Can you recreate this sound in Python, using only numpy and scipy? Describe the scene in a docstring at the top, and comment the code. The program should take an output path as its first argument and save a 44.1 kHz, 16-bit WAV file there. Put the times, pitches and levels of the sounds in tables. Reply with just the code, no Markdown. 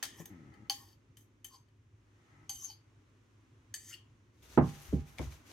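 """A quiet kitchen with an appliance hum. A fork taps a glazed dish and rings its modes; the tines scrape
and squeal on the glaze, and the walls answer briefly. The dish knocks softly on a plastic tub, which
judders twice in stick-slip along the counter while the fork works on. From 4.3 s salad leaves crinkle
as they are tossed: the tub rocks, the tines tick on its wall and its base thumps on the counter."""
import sys
import numpy as np
from scipy import signal
from scipy.fft import rfft, irfft, next_fast_len
from scipy.io import wavfile

SR = 44100
rng = np.random.default_rng(int(sys.argv[2]) if len(sys.argv) > 2 else 0)


def to_wav(sig):
    """Store sig (one row per channel, or 1-D mono) as 16-bit WAV at the path in sys.argv[1].

    Samples outside -1..1 are clipped; the rate is SR.
    """
    pcm = np.clip(np.atleast_2d(sig), -1, 1) * 32767
    pcm = np.round(pcm).astype(np.int16)
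    wavfile.write(sys.argv[1], SR, pcm.T)  # frames by channels


N = 243784

# dish modes in seven groups, low to high: f/Hz, level/dB, t60/s
DISH_MODES = [
    [(804, -3.5, 0.41), (1070, -7.5, 0.1)],
    [(1764, -3.5, 0.12), (1861, -2, 0.076)],
    [(2530, -16.5, 0.074), (2890, -11, 0.084), (3077, 1.5, 0.1), (3820, -12.5, 0.051)],
    [(4417, -10, 0.045), (4533, 0.5, 0.12), (4640, -3.5, 0.031), (5395, -13, 0.089)],
    [(6220, -1, 0.075), (6314, 3, 0.11)],
    [(7160, -6, 0.06), (8000, -6.5, 0.021), (8350, -5.5, 0.027), (8530, -4, 0.072)],
    [(9000, -13, .04), (10200, -5.5, 0.056), (10790, -6.5, .04), (11300, -4, 0.035), (11640, -0.5, 0.037),
     (12700, -5, .04), (12700, -7.5, 0.057), (14240, -7, 0.027)],
]


def amp(db):
    """Level in dB to gain."""
    return 10 ** (np.asarray(db) / 20)


def unit(x):
    """x at rms 1."""
    return x / np.sqrt(np.mean(x ** 2) + 1e-20)


def noise(size, channels=1):
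    """White noise, channels x size."""
    return rng.standard_normal((channels, max(size, SR)))[:, :size]


def wobble(size, step_s):
    """Random curve, one knot per step."""
    knots = rng.standard_normal(4096)
    return np.interp(np.arange(size) / SR / step_s, np.arange(len(knots)), knots)


def gritty(size, grit_db, grain_s):
    """Noise whose level jumps from grain to grain."""
    return unit(noise(size)[0] * amp(grit_db * np.minimum(wobble(size, grain_s) ** 2, 5)))


def along(points, hz):
    """(f/Hz, value) points interpolated on a log axis."""
    f, values = np.transpose(points)
    return np.interp(np.log(hz + 1), np.log(f + 1), values)


def curves(rows):
    """Per-sample curves of the columns after t/s, and a gate with 47 ms fades."""
    times_s, *columns = np.transpose(rows)
    t = np.arange(times_s[0], times_s[-1], 1 / SR)
    gate = np.clip(np.minimum(t - times_s[0], times_s[-1] - t) / 0.047, 0, 1)
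    return [np.interp(t, times_s, column) for column in columns], gate


def swell(swell_s, fade_s):
    """Time from the peak, and a gain with a rounded crest: 20 dB up per swell_s, down per fade_s."""
    crest_s = min(0.0065, swell_s)
    t = np.arange(-2 * swell_s, 2 * fade_s, 1 / SR)
    return t, amp(-20 * (np.hypot(t, crest_s) - crest_s) / np.where(t < 0, swell_s, fade_s))


def filtered(x, response):
    """x through a complex frequency response."""
    size = next_fast_len(x.shape[-1] + 4096)
    return irfft(rfft(x, size) * response(np.fft.rfftfreq(size, 1 / SR)), size)[..., :x.shape[-1]]


def resonances(modes):
    """Causal response of modes (f/Hz, width/Hz, level/dB), alternating in sign."""
    return lambda f: sum((-1) ** k * amp(db) * 1j * f * width / (hz * hz - f * f + 1j * f * width)
                         for k, (hz, width, db) in enumerate(modes))


def stereo(pair, spectrum, correlation):
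    """Two independent noises, coloured and mixed to a left-right correlation."""
    def response(hz):
        angle = np.arccos(np.clip(along(correlation, hz), -1, 1)) / 2
        return amp(along(spectrum, hz)) * [np.cos(angle), np.sin(angle)]
    mid, side = filtered(pair, response)
    return unit(np.array([mid + side, mid - side]))


def dying(decay, size):
    """Two noises decaying by (f/Hz, t60/s) points."""
    hz, t, bins = signal.stft(rng.standard_normal((2, size)), SR, nperseg=256)
    bins = bins * amp(-60 * t / along(decay, hz)[:, None])
    return signal.istft(bins, SR, nperseg=256)[1][:, :size]


def add(out, at_s, sound, pan_db):
    """Mix a sound in; pan is left minus right."""
    start = round(at_s * SR)
    size = min(sound.shape[-1], N - start)
    out[:, start:start + size] += amp([[pan_db / 2], [-pan_db / 2]]) * sound[..., :size]


def room_tone():
    """Kitchen air; the parts below and above 600 Hz drift separately in level."""
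    spectrum = [(20, -54), (45, 3), (70, 0), (150, -8), (260, 1), (350, -1.5), (480, -11.5), (750, -17),
                (1050, -11.5), (1400, -14.5), (2000, -15.5), (3000, -19.5), (4800, -27), (6300, -22.5),
                (7600, -29.5), (16000, -43)]  # f/Hz, density/dB
    correlation = [(60, 0.47), (180, 1), (550, 0.52), (1650, 0.003), (4970, 0.35), (15000, -0.37)]  # f/Hz, left-right correlation
    drift = [(0, -63.5, -65.5), (.3, -60.5, -70.5), (.7, -64.5, -74), (1, -69.5, -77.5),
             (1.9, -73.5, -79.5), (2.3, -69.5, -72), (2.8, -70, -75.5), (4.0, -70, -74.5),
             (4.4, -69, -77.5), (4.7, -70, -65), (5.53, -66.5, -67.5)]  # t/s, low level/dB, upper level/dB
    times_s, low_db, upper_db = np.transpose(drift)
    t = np.arange(N) / SR
    tone = stereo(noise(N, channels=2), spectrum, correlation)
    upper = filtered(tone, lambda hz: hz > 600)
    low = amp(np.interp(t, times_s, low_db)) * unit(tone - upper)
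    return low + amp(np.interp(t, times_s, upper_db)) * unit(upper)


def appliance_hum():
    """Mains hum: two tones wavering in level and phase."""
    tones = [(54, 24, -73.5), (103.8, 63, -63)]  # f/Hz, phase waver rate/Hz, level/dB
    out, t = np.zeros(N), np.arange(N) / SR
    for hz, waver_hz, db in tones:
        gain = amp(db + 5.1 * wobble(N, step_s=0.024))
        out += gain * np.sin(2 * np.pi * (hz * t + 0.16 * wobble(N, step_s=1 / waver_hz)))
    return out


def spot_levels(spot):
    """Drive in dB of each dish mode, and of the click, where the fork meets the dish."""
    spots = {"rim": (-17, -25.5, -6.5, 1, -14, -22.5, -10, -8.5),
             "well": (-27, -5, -9, -11.5, -7.5, -13, -25, -3),
             "wall": (-27.5, -37.5, -16.5, -16.5, -7.5, -13, -17.5, -14),
             "lip": (-39.5, -32, -13.5, -28.5, -17, -12.5, -15, -6),
             "base": (-52, -14, -19.5, -14.5, -11, -7.5, -17, -18.5),
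             "shoulder": (-56.5, -8, -13, -2.5, -10.5, -8, -15, -3),
             "foot": (-2, -25, -10, 3.5, -9, -16.5, -14, -10),
             "heel": (-4.5, -2.5, -20.5, -18.5, -15, -13.5, -15, -12),
             "edge": (-39.5, -33.5, -12, -19.5, -1.5, -17, -6, -9.5),
             "flank": (-35.5, -28.5, -26, -27, 2, -24.5, -12.5, -14.5),
             "notch": (-40, -20, 0, -12, -25, -20, -25, -14),
             "side": (-23.5, -5, -7.5, -11.5, -21.5, -19, -23, -6.5),
             "bowl": (-40, -44, -7.5, -17.5, -11.5, -7.5, -4, -10.5),
             "tip": (-26.5, -15.5, -18.5, -29, -11, -13, -10.5, -15.5)}  # spot: level/dB of the seven mode groups, click level/dB
    *groups_db, click_db = spots[spot]
    return np.repeat(groups_db, [len(group) for group in DISH_MODES]), click_db


def clinks():
    """Fork strikes ring the dish; the resting fork shortens the ring, less so below damp_hz."""
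    strikes = [(0.0268, -21, "well", 2, 0.14), (0.035, -30, "shoulder", 11, 0.081),
               (0.0516, -32, "lip", 3, 0.11), (0.2548, -41, "tip", -2, 0.16),
               (0.2583, -38.5, "tip", 8, 0.039), (0.5386, -56, "side", 3, 0.35),
               (0.5445, -66, "side", 3, 0.24), (0.6971, -18.5, "rim", 3.5, 0.21),
               (0.7046, -27.5, "edge", 4, 0.23), (0.8869, -59, "rim", 2, 0.36),
               (0.9288, -63.5, "rim", 7, 0.29), (1.1694, -45, "lip", 3.5, 0.42),
               (1.2076, -61, "edge", -7, 0.26), (1.4446, -37, "bowl", 7.5, 0.47),
               (1.6836, -68.5, "side", 9, 0.39), (2.494, -22.5, "wall", 2, 0.3),
               (2.6203, -44, "flank", 9, 0.21), (2.625, -47, "flank", 11, 0.18),
               (2.636, -47, "flank", 4.5, 0.24), (2.6455, -33, "flank", 9, 0.24),
               (2.653, -38, "flank", 5, 0.24), (3.7407, -21.5, "base", 0.5, 0.32),
               (2.7, -47, "rim", 1, 0.43), (3.9397, -42, "notch", 2, 0.21)]  # t/s, level/dB, spot, pan/dB, share of free ring time
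    damp_hz = 1980
    out, t = np.zeros((2, N)), np.arange(SR // 8) / SR
    hz, mode_db, t60_s = np.transpose(sum(DISH_MODES, []))
    phase = 2 * np.pi * np.outer(hz, t)
    for at_s, db, spot, pan_db, share in strikes:
        spot_db, click_db = spot_levels(spot)
        gain = amp(mode_db + spot_db + rng.normal(0, 1.0, len(hz)))
        damped_t60_s = t60_s * max(share, 0.05) ** np.minimum(hz / damp_hz, 1)
        fade = amp(-60 * t / damped_t60_s[:, None])
        skew_rad = rng.normal(0, 0.3, len(hz))  # modes reach left and right out of step
        mid = gain * np.cos(skew_rad) @ (fade * np.sin(phase))
        side = gain * np.sin(skew_rad) @ (fade * np.cos(phase))
        ring = np.array([mid + side, mid - side])
        hiss = filtered(rng.standard_normal((2, len(t))),
                        lambda f: f / (f + 900) / (1 + (f / 12000) ** 2))
        click = (amp(click_db - 60 * t / 0.052) + amp(click_db - 60 * t / 0.0024)) * hiss
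        add(out, at_s, amp(db) * (ring + click) * (1 - np.exp(-t / 0.0016)), pan_db)
    return out


def touching(at_s, t):
    """Gain round a stroke: zero before the fork lands, 20 dB down per 27 ms after it lifts."""
    contacts = [(.025, .29), (.695, .938), (1.168, 1.26), (1.443, 1.63), (2.492, 2.735), (3.739, 3.955)]  # fork on dish: landing/s, lift/s
    land_s, lift_s = [span for span in contacts if span[0] <= at_s][-1]
    return (at_s + t > land_s) * amp(-20 * np.maximum(at_s + t - lift_s, 0) / 0.027)


def scrapes():
    """Grit under the tines drives the dish modes, part free, part widened by the fork's pressure."""
    # tines dragged on the glaze: peak t/s, level/dB, swell/s, fade/s, spot, pressed re free modes/dB
    drags = [(.218, -55, .08, .006, "heel", -4), (.21, -57, .06, .006, "tip", -3),
             (.81, -66, .15, .28, "foot", 0), (.76, -65.5, .004, .17, "heel", -17),
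             (1.535, -64, .03, .07, "wall", -7), (1.552, -62, .06, .02, "foot", -16),
             (2.565, -56.5, .135, .12, "edge", -20), (2.652, -52.5, .2, .006, "flank", -9.5),
             (3.9, -53, .11, .03, "flank", -6), (3.942, -54, .15, .012, "shoulder", -3),
             (2.71, -57, .09, .06, "rim", -14.5)]
    skids = [(.037, -39, .006, "shoulder", 0), (.053, -44, .006, "shoulder", 5),
             (.054, -53, .16, "well", 1), (.258, -45, .006, "tip", -1), (.706, -45, .06, "rim", 3),
             (.71, -55, .2, "tip", -1), (1.171, -64, .09, "tip", -3.5), (1.447, -49, .04, "tip", -3),
             (2.497, -37, .015, "wall", -14), (2.5, -47, .15, "wall", -24), (2.5, -56, .08, "edge", -22),
             (3.742, -42, .03, "base", -8), (3.745, -55, .27, "base", -12)]  # after landing: t/s, level/dB, fade/s, spot, pressed re free modes/dB
    skid_swell_s, detune = 0.002, 0.006  # pressure detunes the modes from stroke to stroke
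    out = np.zeros((2, N))
    hz, mode_db, t60_s = np.transpose(sum(DISH_MODES, []))
    strokes = [(at_s, db, skid_swell_s, *rest) for at_s, db, *rest in skids] + drags
    for at_s, db, swell_s, fade_s, spot, pressed_db in strokes:
        t, gain = swell(min(swell_s, at_s / 2), fade_s)
        level_db = mode_db + spot_levels(spot)[0]
        detuned_hz = hz * (1 + detune * noise(len(hz))[0])
        pressed = resonances(list(zip(hz, 0.16 * hz, level_db + pressed_db)))
        free = resonances(list(zip(detuned_hz, 7.5 / t60_s, level_db)))
        grit = gritty(len(t), grit_db=1.13, grain_s=0.003)
        rasp = unit(filtered(grit, lambda f: pressed(f) + free(f)))
        pair = np.array([rasp, np.roll(rasp, 1)])
        add(out, at_s + t[0], amp(db) * gain * touching(at_s, t) * pair, pan_db=1.5)
    return out


def squeals():
    """Dragging tines squeal or set one dish tone singing: narrow noise on a steady or gliding pitch."""
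    # peak t/s, level/dB, swell/s, fade/s, f at peak/Hz, glide/(Hz/s), roughness as share of f
    strokes = [(.196, -54, .014, .025, 6000, 40000, .065), (.81, -64, .02, .03, 1100, 0, .04),
               (1.535, -60, .035, .055, 1060, -1500, .07), (2.52, -55, .012, .025, 4620, 0, .01),
               (2.563, -57, .04, .06, 3090, 0, .015), (2.61, -56, .025, .01, 5800, -5000, .04),
               (2.635, -65, .04, .04, 1100, -1500, .05), (2.636, -47, .035, .015, 6400, 9000, .05),
               (2.65, -54, .04, .03, 11500, -15000, .04), (2.655, -47, .025, .012, 6550, -5000, .05),
               (2.695, -59, .025, .025, 5100, -15000, .04), (2.705, -66, .04, .03, 870, -1500, .04),
               (2.675, -56, .015, .02, 6200, -25000, .05), (2.714, -56, .03, .06, 4640, 0, .022),
               (3.77, -61, .015, .04, 4620, 0, .025), (3.903, -54, .025, .008, 6900, 15000, .05),
               (3.915, -62, .04, .04, 2120, 10000, .065), (3.915, -63, .025, .04, 1420, 0, .065),
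               (3.93, -61, .02, .015, 5250, -10000, .04), (3.94, -47, .02, .01, 2840, 3000, .02),
               (3.941, -55, .012, .015, 4500, 0, .03), (3.97, -64, .02, .1, 3100, -2000, .07)]
    out = np.zeros((2, N))
    for at_s, db, swell_s, fade_s, hz, glide_hz_per_s, roughness in strokes:
        t, gain = swell(swell_s, fade_s)
        phase = 2 * np.pi * (hz * t + glide_hz_per_s * t ** 2 / 2)
        chatter = unit(filtered(noise(len(t), channels=2), lambda f: 1 / (1 + (f / (roughness * hz)) ** 2)))
        tone = np.cos(phase) * chatter[0] + np.sin(phase) * chatter[1]
        add(out, at_s + t[0], amp(db - 3) * gain * tone, pan_db=5)
    return out


def knock():
    """The dish's foot knocks softly on the tub: a few short, low modes."""
    modes = [(164, 3, .14), (337, -5.5, 0.15), (437, -7.5, 0.11), (565, -0.5, 0.041), (793, -6, 0.035)]  # f/Hz, level/dB, t60/s
    out, t = np.zeros((2, N)), np.arange(SR // 6) / SR
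    ring = sum(amp(db - 60 * t / t60_s) * np.sin(2 * np.pi * hz * t) for hz, db, t60_s in modes)
    rise = 1 - np.exp(-t / 0.0032)
    add(out, at_s=0.197, sound=amp(-42.5) * ring * rise, pan_db=6.5)
    return out


def slides():
    """The tub sticks and slips on the counter: uneven low pulses, hiss in its upper resonances."""
    moves = [
        [(.285, 93, -72, -76), (.3, 108, -49, -59.5), (.37, 84, -53, -68.5), (.43, 75, -54, -69.5),
         (.5, 64, -56, -70), (.54, 95, -61.5, -64.5), (.64, 101, -55, -72), (.69, 200, -74, -54)],
        [(2.1, 100, -93, -84), (2.27, 112, -78, -78.5), (2.31, 140, -71, -70.5), (2.49, 166, -65, -69)],
    ]  # per slide: t/s, slip rate/Hz, judder level/dB, hiss level/dB
    slip_spectrum = [(50, -27.5), (110, 4), (210, -3), (320, -3.5), (400, -30), (800, -28), (2500, -89)]  # f/Hz, level/dB
    rub_modes = [(820, 49, -1), (1287, 28, 3), (2000, 200, -1.5)]  # f/Hz, width/Hz, level/dB
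    out, rub = np.zeros((2, N)), resonances(rub_modes)
    for rows in moves:
        (rate_hz, judder_db, hiss_db), gate = curves(rows)
        size = len(gate)
        waver = 1 + 0.062 * wobble(size, step_s=0.014)
        slip_count = np.floor(np.cumsum(rate_hz * waver) / SR)
        slips = np.diff(slip_count, prepend=0) * amp(1.9 * noise(size)[0])
        judder = unit(filtered(slips, lambda hz: amp(along(slip_spectrum, hz))))
        hiss = unit(filtered(noise(size, channels=2), lambda f: rub(f) / (1 + (f / 2600) ** 4)))
        add(out, rows[0][0], gate * (amp(judder_db) * judder + amp(hiss_db) * hiss), pan_db=3.5)
    return out


def rocking():
    """The tub rocks under the fork: a low rumble."""
    levels = [(4.3, -75), (4.45, -63), (4.7, -55), (5.3, -70.5), (5.452, -66), (5.528, -55)]  # t/s, level/dB
    spectrum = [(30, -17), (60, 7), (150, -18), (400, -17), (800, -44.5)]  # f/Hz, density/dB
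    out = np.zeros((2, N))
    (db,), gate = curves(levels)
    rumble = stereo(noise(len(gate), channels=2), spectrum, correlation=[(100, 0.98)])
    add(out, levels[0][0], gate * amp(db) * rumble, pan_db=-1.5)
    return out


def leaves():
    """Leaves crinkle round the fork: fluttering, grainy noise, split at 9 kHz into body and treble."""
    levels = [(4.33, -84, -105), (4.418, -71, -87), (4.427, -64, -71.5), (4.546, -59, -70),
              (4.568, -62.5, -80), (4.578, -64, -72), (4.592, -85, -88), (4.626, -64, -76.5),
              (4.702, -54.5, -66), (4.732, -59, -69), (4.812, -61, -68.5), (4.822, -58, -61.5),
              (5.006, -64.5, -79.5), (5.036, -81, -87.5), (5.082, -65, -71.5), (5.172, -70, -75),
              (5.188, -50.5, -70.5), (5.198, -60, -79), (5.218, -54, -67), (5.288, -64, -74.5),
              (5.322, -57.5, -67), (5.432, -80, -88), (5.481, -61.5, -73), (5.527, -58, -71)]  # t/s, body level/dB, treble level/dB
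    spectrum = [(500, 2.5), (1200, 0.5), (2200, 1.5), (3500, 0), (5200, -2.5), (6300, 2.5), (7300, -5),
                (9500, -7.5), (11500, -5.5), (13800, -7.5), (16000, -20.5)]  # f/Hz, density/dB
    out = np.zeros((2, N))
    (body_db, treble_db), _ = curves(levels)
    size = len(body_db)
    crinkle = np.array([gritty(size, grit_db=1.24, grain_s=0.0011) for _ in range(2)])
    rustle = stereo(crinkle, spectrum, correlation=[(1000, 0.27), (10000, 0.22)])
    treble = filtered(rustle, lambda hz: 1 / (1 + (9000 / (hz + 1)) ** 8))
    flutter = amp(1.64 * wobble(size, step_s=0.017))
    toss = amp(body_db) * unit(rustle - treble) + amp(treble_db) * unit(treble)
    add(out, levels[0][0], flutter * toss, pan_db=3.0)
    return out


def ticks():
    """Tines tick on the tub's wall: a click and one short ring."""
    touches = [(4.4254, -56, 3520), (4.4578, -54, 3620), (5.076, -52, 2340), (5.185, -31, 2270),
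               (5.1847, -37.5, 3460), (5.191, -33.5, 2090), (5.3224, -46, 2280), (5.469, -60, 2770)]  # t/s, level/dB, f/Hz
    out, t = np.zeros((2, N)), np.arange(SR // 40) / SR
    for at_s, db, hz in touches:
        hiss = filtered(rng.standard_normal((2, len(t))),
                        lambda f: f / (f + 2000) / (1 + (f / 7000) ** 2))
        click = 0.75 * amp(-60 * t / 0.0062) * hiss
        ring = 0.5 * amp(-60 * t / 0.014) * np.sin(2 * np.pi * hz * t)
        add(out, at_s, amp(db) * (ring + click), pan_db=7.5)
    return out


def thumps():
    """The tub lands: low modes and a dull thud; the counter passes it to the dish's lowest mode."""
    # t/s, level/dB, tilt/dB at 70 Hz, 400 Hz and 1 kHz, pan/dB; soft landings are duller
    landings = [(4.575, -8.5, -16.5, -13.5, -11.5, -2.5), (4.884, -62, 23, -21, -19, 0.5),
                (4.927, -20, -6.5, -12, -32, -3.5), (4.957, -39, -25, -30, -33, 5),
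                (5.193, -30.5, -2.5, -10.5, -10.5, 0), (5.268, -46.5, 8, -37, -7, -3.5)]
    tub_modes = [(71, 1, 0.21), (146, -6, 0.35), (236.2, -0.5, 0.073), (247, -13, 0.304),
                 (303.7, -10, 0.18), (316.5, -4.5, 0.098), (354.4, -5.5, 0.17), (434, -22.5, 0.34),
                 (610, -12.5, 0.13), (870, -5.5, 0.021), (1053, -20, 0.23), (1313, -9.5, 0.025)]  # tub and counter: f/Hz, level/dB, t60/s
    mode_pan = [(70, 2.5), (380, -2.5), (1300, -4)]  # f/Hz, pan re landing/dB
    thud_spectrum = [(25, -23), (60, -0.5), (150, 0), (330, 0), (450, -3.5), (650, -4), (1200, -18),
                     (2000, -30.5), (4000, -52.5), (8000, -85)]  # f/Hz, density/dB
    thud_decay = [(60, 0.43), (250, 0.2), (600, 0.15), (1200, 0.23), (3000, .13)]  # f/Hz, t60/s
    out, t = np.zeros((2, N)), np.arange(SR // 3) / SR
    hz, mode_db, t60_s = np.transpose(tub_modes)[:, :, None]
    rise = 1 - np.exp(-t * hz / 1.05)  # about one cycle
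    modes = amp(mode_db - 60 * t / t60_s) * rise * np.sin(2 * np.pi * hz * t)
    lean_db = np.outer([0.5, -0.5], along(mode_pan, hz[:, 0]))
    dish = amp(-39.5 - 60 * t / 0.69) * np.sin(2 * np.pi * DISH_MODES[0][0][0] * t)
    for at_s, db, deep_db, body_db, bright_db, pan_db in landings:
        tilt = [(70, deep_db + 10), (150, 0.0022), (400, body_db + 7), (1000, bright_db + 8.5)]
        ring = amp(along(tilt, hz[:, 0]) + lean_db) @ modes
        mid, spread = filtered(dying(thud_decay, len(t)),
                               lambda f: amp(along(thud_spectrum, f) + along(tilt, f)))
        side = 0.3 * spread + 4 * np.gradient(spread)
        thud = np.array([mid + side, mid - side]) * (1 - np.exp(-t / 0.001))
        add(out, at_s, amp(db) * (dish + amp(-3) * ring + amp(12) * thud), pan_db)
    return out


def with_walls(pair, wet_db):
    """A sound plus the walls' short answer, 6 ms later and different on each side."""
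    decay = [(200, 0.15), (2000, 0.21), (6000, 0.22), (14000, 0.15)]  # f/Hz, t60/s
    tail = np.pad(dying(decay, SR // 4), ((0, 0), (260, 0)))
    return pair + amp(wet_db) * signal.oaconvolve(pair, tail / np.linalg.norm(tail[0]), axes=1)[:, :N]


def scene():
    """Stereo sum; only the fork's sounds reverberate."""
    fork = with_walls(clinks() + scrapes() + squeals() + ticks(), wet_db=-7.0)
    return fork + knock() + thumps() + slides() + leaves() + rocking() + room_tone() + appliance_hum()


def record(dry):
    """Microphone: third-order bass roll-off and a hard band limit."""
    bass_hz, top_hz = 33, 16200
    return filtered(dry, lambda hz: (hz < top_hz) * (1j * hz / (1j * hz + bass_hz)) ** 3)


dry = scene()
out = record(dry)
to_wav(out)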